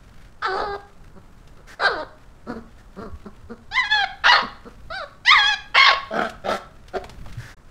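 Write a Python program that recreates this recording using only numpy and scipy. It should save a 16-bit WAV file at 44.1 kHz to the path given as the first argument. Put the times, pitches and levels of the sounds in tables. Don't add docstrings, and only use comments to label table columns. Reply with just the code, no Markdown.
import sys
import numpy as np
from scipy import signal
from scipy.fft import rfft, irfft
from scipy.io import wavfile
from scipy.ndimage import uniform_filter1d, minimum_filter1d, map_coordinates

SR = 44100
rng = np.random.default_rng(int(sys.argv[2]) if len(sys.argv) > 2 else 0)


def persist_wave(psi):
    counts = np.round(np.clip(psi, -1, 1) * 32767).astype(np.int16)
    wavfile.write(sys.argv[1], SR, np.atleast_2d(counts).T)


N = 339871
TOP_HZ = 15750

# (frequency [Hz], level [dB])
RUMBLE = [(22, -1), (40, -6), (170, -17.5), (300, -28), (700, -60)]
# (frequency [Hz], level [dB])
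CLOTH = [(150, -13), (450, -2), (900, -17), (1400, -1), (4700, -13), (15500, -29.5)]
# (frequency [Hz], level [dB])
AIR = [(50, -24.5), (100, -3.5), (300, -9.5), (1400, -13.5), (2400, -31), (8000, -32), (15500, -51.5)]
# (frequency [Hz], time to fall 60 dB [s])
ROOM = [(200, 0.41), (1200, 0.47), (3500, 0.42), (12000, 0.29)]
# (time [s], level [dB], pitch [Hz])
THUDS = [(3.119, -30, 74.5), (3.429, -35.5, 81), (7.368, -24.5, 115)]
# (time [s], level [dB], knock against tick [dB])
TICKS = [(1.475, -43.5, -7), (6.296, -30, -30), (6.883, -39, -19), (7.041, -33, 6), (7.095, -33.5, -2),
         (7.26, -48, 15), (7.327, -37.5, -25)]
# (time [s], length [s], level [dB])
BREATHS = [(1.663, 0.097, -43.5), (2.771, 0.059, -55.5), (6.205, .12, -46.5), (6.484, 0.11, -36.5),
           (7.366, 0.19, -44)]
# (frequency [Hz], level [dB])
BREATH_HISS = [(700, -8), (1100, -8.5), (1700, 3), (2500, -13), (5500, -13.5), (15000, -32)]
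# (time [s], length [s], top pitch [Hz], level [dB])
GRUNTS = [(1.149, 0.047, 196.2, -44), (1.558, 0.069, 184, -50.5), (2.463, 0.092, 245, -28.5),
          (2.538, 0.065, 234, -34), (2.957, 0.14, 223.6, -32), (3.248, 0.047, 219.6, -35.5),
          (3.487, 0.061, 239, -32.5), (4.414, 0.062, 245, -32), (4.648, 0.049, 244.3, -36.5)]
# (time [s], length [s], top pitch [Hz], top level [dB], open mouth resonance [Hz],
# brightness at the start [dB])
WOOFS = [(6.112, 0.17, 232.6, -20, 950, -21), (6.447, .12, 206.7, -20.5, 935, -16),
         (6.94, .047, 195.5, -22, 610, -20.5)]
# (time [s], pitch [Hz], roughness [0-1], level [dB])
GRUMBLES = [
    [(0.424, 426, 0.7, -26.5), (0.462, 445, 0.5, -19.5), (0.48, 381.2, 0.05, -25.5),
     (0.51, 373.6, .24, -25), (0.55, 390.4, 0.73, -25.5), (0.62, 446.5, 0.86, -23.5),
     (0.66, 410.3, 0.3, -28), (0.72, 401.5, 0, -27.5), (0.765, 399.6, 0.9, -28)],
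    [(1.798, 663.3, 0.59, -28.5), (1.825, 791.5, 0.86, -21.5), (1.868, 796, .37, -13),
     (1.888, 497.6, .56, -22.5), (1.95, 347.3, 0.4, -30), (1.975, 306.3, .17, -29), (2.01, 307.7, 0.3, -27),
     (2.04, 245, 1, -33)],
]
# (resonance when open [Hz], time to close [s], base brightness [dB],
# lowest tone when open [Hz])
GRUMBLE_MOUTHS = [(1650, 0.061, -14, 1420), (1700, 0.11, -13, 950)]
# (time [s], pitch [Hz], level [dB])
SQUEALS = [
    [(3.715, 763, -38), (3.753, 914, -27), (3.775, 1074, -19.5), (3.789, 1006, -15), (3.825, 958, -28),
     (3.845, 821, -25.5), (3.885, 836, -33.5)],
    [(3.895, 818, -38), (3.919, 863, -17), (3.959, 847, -20.5), (4.031, 783, -21), (4.048, 696, -18.5)],
    [(5.252, 771, -35.5), (5.284, 993, -17), (5.308, 1073, -16), (5.328, 1273, -11.5), (5.348, 1164, -14),
     (5.388, 841.3, -17), (5.44, 810, -22), (5.496, 859.7, -20.5), (5.548, 783, -24)],
]
SQUEAL_BRIGHT_DB = [-3, -2.5, 1.5]
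# (time [s], rise [s], hold [s], fall [s], held pitch [Hz], pitch it sags toward [Hz],
# held level [dB], held roughness [0-1], held brightness [dB], mouth resonance when open [Hz], when closed [Hz])
YAPS = [(4.241, .046, .031, .118, 956.4, 459, -13.5, .3, -4, 1550, 1050),
        (5.746, .033, .09, .095, 1093, 561.3, -14.5, 0.65, -0.5, 2290, 950)]
# (frequency [Hz], level [dB])
GRUNT_THROAT = [(110, -5.5), (220, 1), (450, -4), (900, -17.5), (1350, -10), (2200, -38), (3400, -45.5),
                (4300, -29.5), (5800, -45), (8500, -50), (14000, -62.5)]
WOOF_THROAT = [(120, -12.5), (216, -6.5), (300, -11), (500, -9.5), (720, -6.5), (975, -34), (1350, -10.5),
               (2750, -29.5), (3300, -23), (5200, -31.5), (6400, -42), (15000, -61)]
GRUMBLE_THROAT = [(150, -9.5), (520, 6.5), (780, -5.5), (1000, -5.5), (1500, -2), (2400, -30), (3100, -29),
                  (3900, -16.5), (4800, -18.5), (5800, -42.5), (8600, -44), (10500, -61.5), (15000, -65)]
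SQUEAL_THROAT = [(300, -23), (750, -2), (1300, -12.5), (1900, 0.5), (2500, -10), (2850, -11), (3400, 1.5),
                 (4400, -7), (5500, -18.5), (6500, -24), (9000, -38.5), (11000, -55), (15000, -52.5)]
YAP_THROAT = [(250, -22.5), (560, -7), (1100, -8.5), (1550, -10), (2000, -6.5), (2450, -17), (2800, -7),
              (4400, -11), (5700, -25.5), (6400, -35), (10500, -56.5), (15000, -64.5)]


def amp(db):
    return 10 ** (np.asarray(db) / 20)


def unit(x):
    return x / np.sqrt(np.mean(x ** 2) + 1e-20)


def along(points, hz):
    f, v = np.transpose(points)
    return np.interp(np.log(hz + 1), np.log(f + 1), v)


def wobble(rate, size):
    knots = rng.standard_normal(int(size * rate / SR) + 4)
    return map_coordinates(knots, [np.arange(size) * rate / SR], mode="nearest")


def add(track, s, x):
    i = round(s * SR)
    track[i:i + len(x)] += x[:len(track) - i]


def coloured(x, spectrum, size=4096):
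    cepstrum = irfft(np.log(amp(along(spectrum, np.fft.rfftfreq(size, 1 / SR)))))
    cepstrum[1:size // 2] *= 2
    cepstrum[size // 2 + 1:] = 0
    response = irfft(np.exp(rfft(cepstrum)))
    return signal.fftconvolve(x, response)[:len(x)]


def noise(spectrum, size):
    return unit(coloured(rng.standard_normal(size), spectrum))


def band(x, hz, kind, order=4):
    return signal.sosfiltfilt(signal.butter(order, hz, kind, fs=SR, output="sos"), x)


def steady(x, size=900):
    return x / np.sqrt(np.abs(uniform_filter1d(x ** 2, size)) + 1e-14)


def timeline(s, length, fade):
    return np.arange(s - fade / 2, s + length + fade / 2, 1 / SR)


def curves(rows, fade):
    s, *columns = np.transpose(rows)
    t = timeline(s[0], s[-1] - s[0], fade)
    return [t] + [np.interp(t, s, c) for c in columns]


def progress(t, s, length):
    return np.clip((t - s) / length, 0, 1)


def bed(rumble_db=-44.5, scuff_db=-62, air_db=-56, scramble_s=7.25, build_s=0.41, settle_s=0.18,
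        rumble_swell_db=10, scuff_swell_db=10):
    t = np.arange(N) / SR - scramble_s
    scramble = np.exp(-(t / np.where(t < 0, build_s, settle_s)) ** 2)
    strokes = unit(noise(CLOTH, N) * amp(3 * wobble(14, N) + 3.5 * wobble(200, N)))
    lumps = unit(noise(RUMBLE, N) * amp(2.4 * wobble(7, N)))
    scuffs = amp(scuff_db + scuff_swell_db * scramble) * strokes
    rumble = amp(rumble_db + rumble_swell_db * scramble) * lumps
    hush = amp(air_db) * noise(AIR, N)
    return scuffs + rumble + hush


def room(x, tail_db=-12.5, mode_hz=1100, mode_db=6):
    hz, t, z = signal.stft(rng.standard_normal(SR), SR, nperseg=256)
    decay = amp(-60 * t / along(ROOM, hz)[:, None])
    tail = signal.istft(z * decay, SR, nperseg=256)[1]
    tail = tail / np.linalg.norm(tail)
    tail = tail + amp(mode_db) * signal.lfilter(*signal.iirpeak(mode_hz, 20, SR), tail)
    late = np.pad(tail, (SR // 100, 0))
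    return x + signal.fftconvolve(x, amp(tail_db) * late)[:N]


def walls(x, count=8):
    out = x.copy()
    for delay, sign in zip(rng.uniform(.001, .016, count), rng.choice([-1, 1], count)):
        add(out, delay, .2 * sign * x)
    return out


def thuds(swell_s=0.015):
    track, t = np.zeros(N), np.arange(SR // 5) / SR
    for s, db, hz in THUDS:
        swell = (t / swell_s) ** 2 * np.exp(2 * (1 - t / swell_s))
        add(track, s, amp(db) * np.sin(2 * np.pi * hz * t) * swell)
    return track


def ticks(t60_s=0.063, tick_db=-6, knock_db=-6):
    track, t = np.zeros(N), np.arange(SR // 5) / SR
    for s, db, knock in TICKS:
        tick = unit(band(rng.standard_normal(len(t)), [1100, 6000], "band", order=1))
        thump = unit(band(rng.standard_normal(len(t)), [400, 1200], "band", order=1))
        mix = amp(tick_db) * tick + amp(knock + knock_db) * thump
        add(track, s, amp(db - 60 * t / t60_s) * mix)
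    return track


def breaths():
    track = np.zeros(N)
    for s, length, db in BREATHS:
        n = int(length * SR)
        add(track, s, amp(db) * noise(BREATH_HISS, n) * signal.windows.tukey(n, .5))
    return track


def folds(pitch, rough, doubling=0.65, shimmer_db=4.5, leak=.045):
    n = len(pitch)
    rough = np.clip(rough, 0, .97)
    hz = pitch * (1 + rough * (.065 * wobble(600, n) + .03 * wobble(110, n)))
    phase = 2 * np.pi * np.cumsum(hz) / SR
    lags = rng.uniform(0, 2 * np.pi, int(TOP_HZ / hz.min()))
    pulses = np.zeros(n)
    for k, lag in enumerate(lags, 1):
        below_top = np.clip((TOP_HZ - k * hz) / hz, 0, 1)
        pulses += np.cos(k * phase + lag) * below_top
    pulses = steady(pulses) * (1 + doubling * rough * np.cos(phase / 2 + wobble(60, n)))
    rasp = unit(rng.standard_normal(n) * (1 + np.cos(phase) / 2))
    chaos = rough ** 2.6
    shimmer = amp(shimmer_db * rough * wobble(130, n))
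    return (np.sqrt(1 - chaos ** 2) * pulses + (leak + chaos) * rasp) * shimmer


def mouth(x, lowest_hz, centre_hz, boost_db, octaves=0.54, size=256):
    hz, s, z = signal.stft(x, SR, nperseg=size)
    centre, lowest = [np.interp(s * SR, np.arange(len(x)), c) for c in (centre_hz, lowest_hz)]
    hz = hz[:, None] + 1
    jaw = amp(boost_db / (1 + (np.log2(hz / centre) / octaves) ** 2))
    shifting = uniform_filter1d(rng.standard_normal(z.shape), size=3, axis=0)
    shifting = uniform_filter1d(shifting, size=16, axis=1)
    tongue = amp(4.5 * unit(shifting) * hz / (hz + 1000))
    low_cut = 1 / np.sqrt(1 + (.62 * lowest / hz) ** 8)
    return signal.istft(z * jaw * tongue * low_cut, SR, nperseg=size)[1][:len(x)]


def call(throat, pitch, rough, level, bright, centre, boost_db, fade, lowest_hz=0):
    source = coloured(folds(pitch, rough), throat)
    voice = walls(mouth(source, np.maximum(pitch, lowest_hz), centre, boost_db))
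    body = band(voice, 2058, "low", order=8)
    upper = voice - body
    t = np.arange(len(voice)) / SR
    fades = np.clip(np.minimum(2 * t, t[-1] - t) / fade, 0, 1)
    return (steady(body) + amp(bright) * steady(upper)) * amp(level) * fades


def grunts(rough=0.52, sag=0.29):
    track = np.zeros(N)
    for s, length, hz, db in GRUNTS:
        push = np.sin(np.pi * np.linspace(0, 1, int(length * SR))).clip(0)
        pitch = hz * (1 - sag * (1 - push))
        voice = walls(coloured(folds(pitch, rough), GRUNT_THROAT))
        add(track, s, unit(voice) * amp(db) * push)
    return track


def whimper(s=4.905, length=.14, start_hz=640, end_hz=562, lift_hz=175, skew=.8, rough=0.089,
            level_db=-31, bright_db=-14, lift_db=8, fade=0.0086):
    track, t = np.zeros(N), timeline(s, length, fade)
    u = progress(t, s, length)
    lift = np.sin(np.pi * u ** skew) ** 2
    pitch = start_hz + (end_hz - start_hz) * u + lift_hz * lift
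    bright = bright_db + lift_db * lift
    add(track, t[0], call(GRUMBLE_THROAT, pitch, rough, level_db, bright, 2 * pitch, boost_db=8.5, fade=fade))
    return track


def woofs(sag=.09, swell_db=11, edge_rough=0.58, peak_rough=0.93, closed_hz=520, opening_s=0.037,
          brighten_db_per_s=45, fade=.018):
    track = np.zeros(N)
    for s, length, hz, db, open_hz, bright_db in WOOFS:
        t = timeline(s, length, fade)
        push = np.sin(np.pi * progress(t, s, length))
        pitch = hz * (1 - sag * (1 - push))
        rough = edge_rough + (peak_rough - edge_rough) * push
        level = db - swell_db * (1 - push)
        centre = closed_hz + (open_hz - closed_hz) * progress(t, s, opening_s)
        bright = bright_db + brighten_db_per_s * (t - s)
        add(track, t[0], call(WOOF_THROAT, pitch, rough, level, bright, centre, boost_db=13.5, fade=fade))
    return track


def grumbles(closed_hz=760, bright_db_per_octave=1.0, bright_per_db=0.31, dull_db_per_s=14, fade=.008):
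    track = np.zeros(N)
    for rows, (open_hz, close_s, bright_db, lowest_hz) in zip(GRUMBLES, GRUMBLE_MOUTHS):
        t, pitch, rough, level = curves(rows, fade)
        age = t - t[0]
        gape = 1 / (1 + (age / close_s) ** 6)
        centre = closed_hz + (open_hz - closed_hz) * gape
        bright = bright_db + bright_db_per_octave * np.log2(pitch / 400)
        bright = bright + bright_per_db * (level - level.mean()) - dull_db_per_s * age
        voice = call(GRUMBLE_THROAT, pitch, rough, level, bright, centre, boost_db=7, fade=fade,
                     lowest_hz=lowest_hz * gape)
        add(track, t[0], voice)
    return track


def squeals(clean=.06, slack_rough=.12, slack_db=-10, slack_octaves_per_s=6, mouth_hz=1400,
            mouth_follows=1.0, fade=.008):
    track = np.zeros(N)
    for rows, bright_db in zip(SQUEALS, SQUEAL_BRIGHT_DB):
        t, pitch, level = curves(rows, fade)
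        falling = -np.gradient(np.log2(pitch), t)
        slack = uniform_filter1d(np.clip(falling / slack_octaves_per_s, 0, 1), size=900)
        rough = clean + slack_rough * slack
        bright = bright_db + slack_db * slack
        centre = mouth_hz * (pitch / 850) ** mouth_follows
        add(track, t[0], call(SQUEAL_THROAT, pitch, rough, level, bright, centre, boost_db=9.0, fade=fade))
    return track


def yaps(start_hz=430, sag_s=.035, attack_s=.014, attack_db=-9, release_db=-21, start_rough=.68, end_rough=.9,
         start_dull_db=-4.0, end_dull_db=-6.0, thin=1.19, fade=0.00799):
    track = np.zeros(N)
    for s, rise, hold, fall, hz, end_hz, db, held_rough, bright_db, open_hz, closed_hz in YAPS:
        length = rise + hold + fall
        t = timeline(s, length, fade)
        leap = progress(t, s, rise) ** 2
        release = progress(t, s + rise + hold, fall)
        broken = 1 - np.exp(-release * fall / sag_s)
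        pitch = start_hz + (hz - start_hz) * leap + (end_hz - hz) * broken
        rough = np.where(release > 0, end_rough, np.where(leap < 1, start_rough, held_rough))
        level = db + attack_db * (1 - progress(t, s, attack_s)) + release_db * release ** 2
        bright = bright_db + start_dull_db * (1 - leap) + end_dull_db * release
        centre = open_hz + (closed_hz - open_hz) * progress(t, s, length)
        voice = call(YAP_THROAT, pitch, rough, level, bright, centre, boost_db=9, fade=fade,
                     lowest_hz=thin * hz * (1 - broken))
        add(track, t[0], voice)
    return track


def scene():
    voice = grunts() + whimper() + woofs() + grumbles() + squeals() + yaps()
    return (bed() + room(thuds() + ticks() + breaths() + voice))[None]


def record(dry):
    gain = minimum_filter1d(1 / np.maximum(np.abs(dry), 1), size=400)
    gain = uniform_filter1d(gain, size=200)
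    live = np.interp(np.arange(N) / SR, [7.54, 7.548, 7.567, 7.571], [1, 0, 0, 1])
    below_top = np.fft.rfftfreq(N, 1 / SR) < TOP_HZ
    return irfft(rfft(dry * gain * live) * below_top, N)


dry = scene()
out = record(dry)
persist_wave(out)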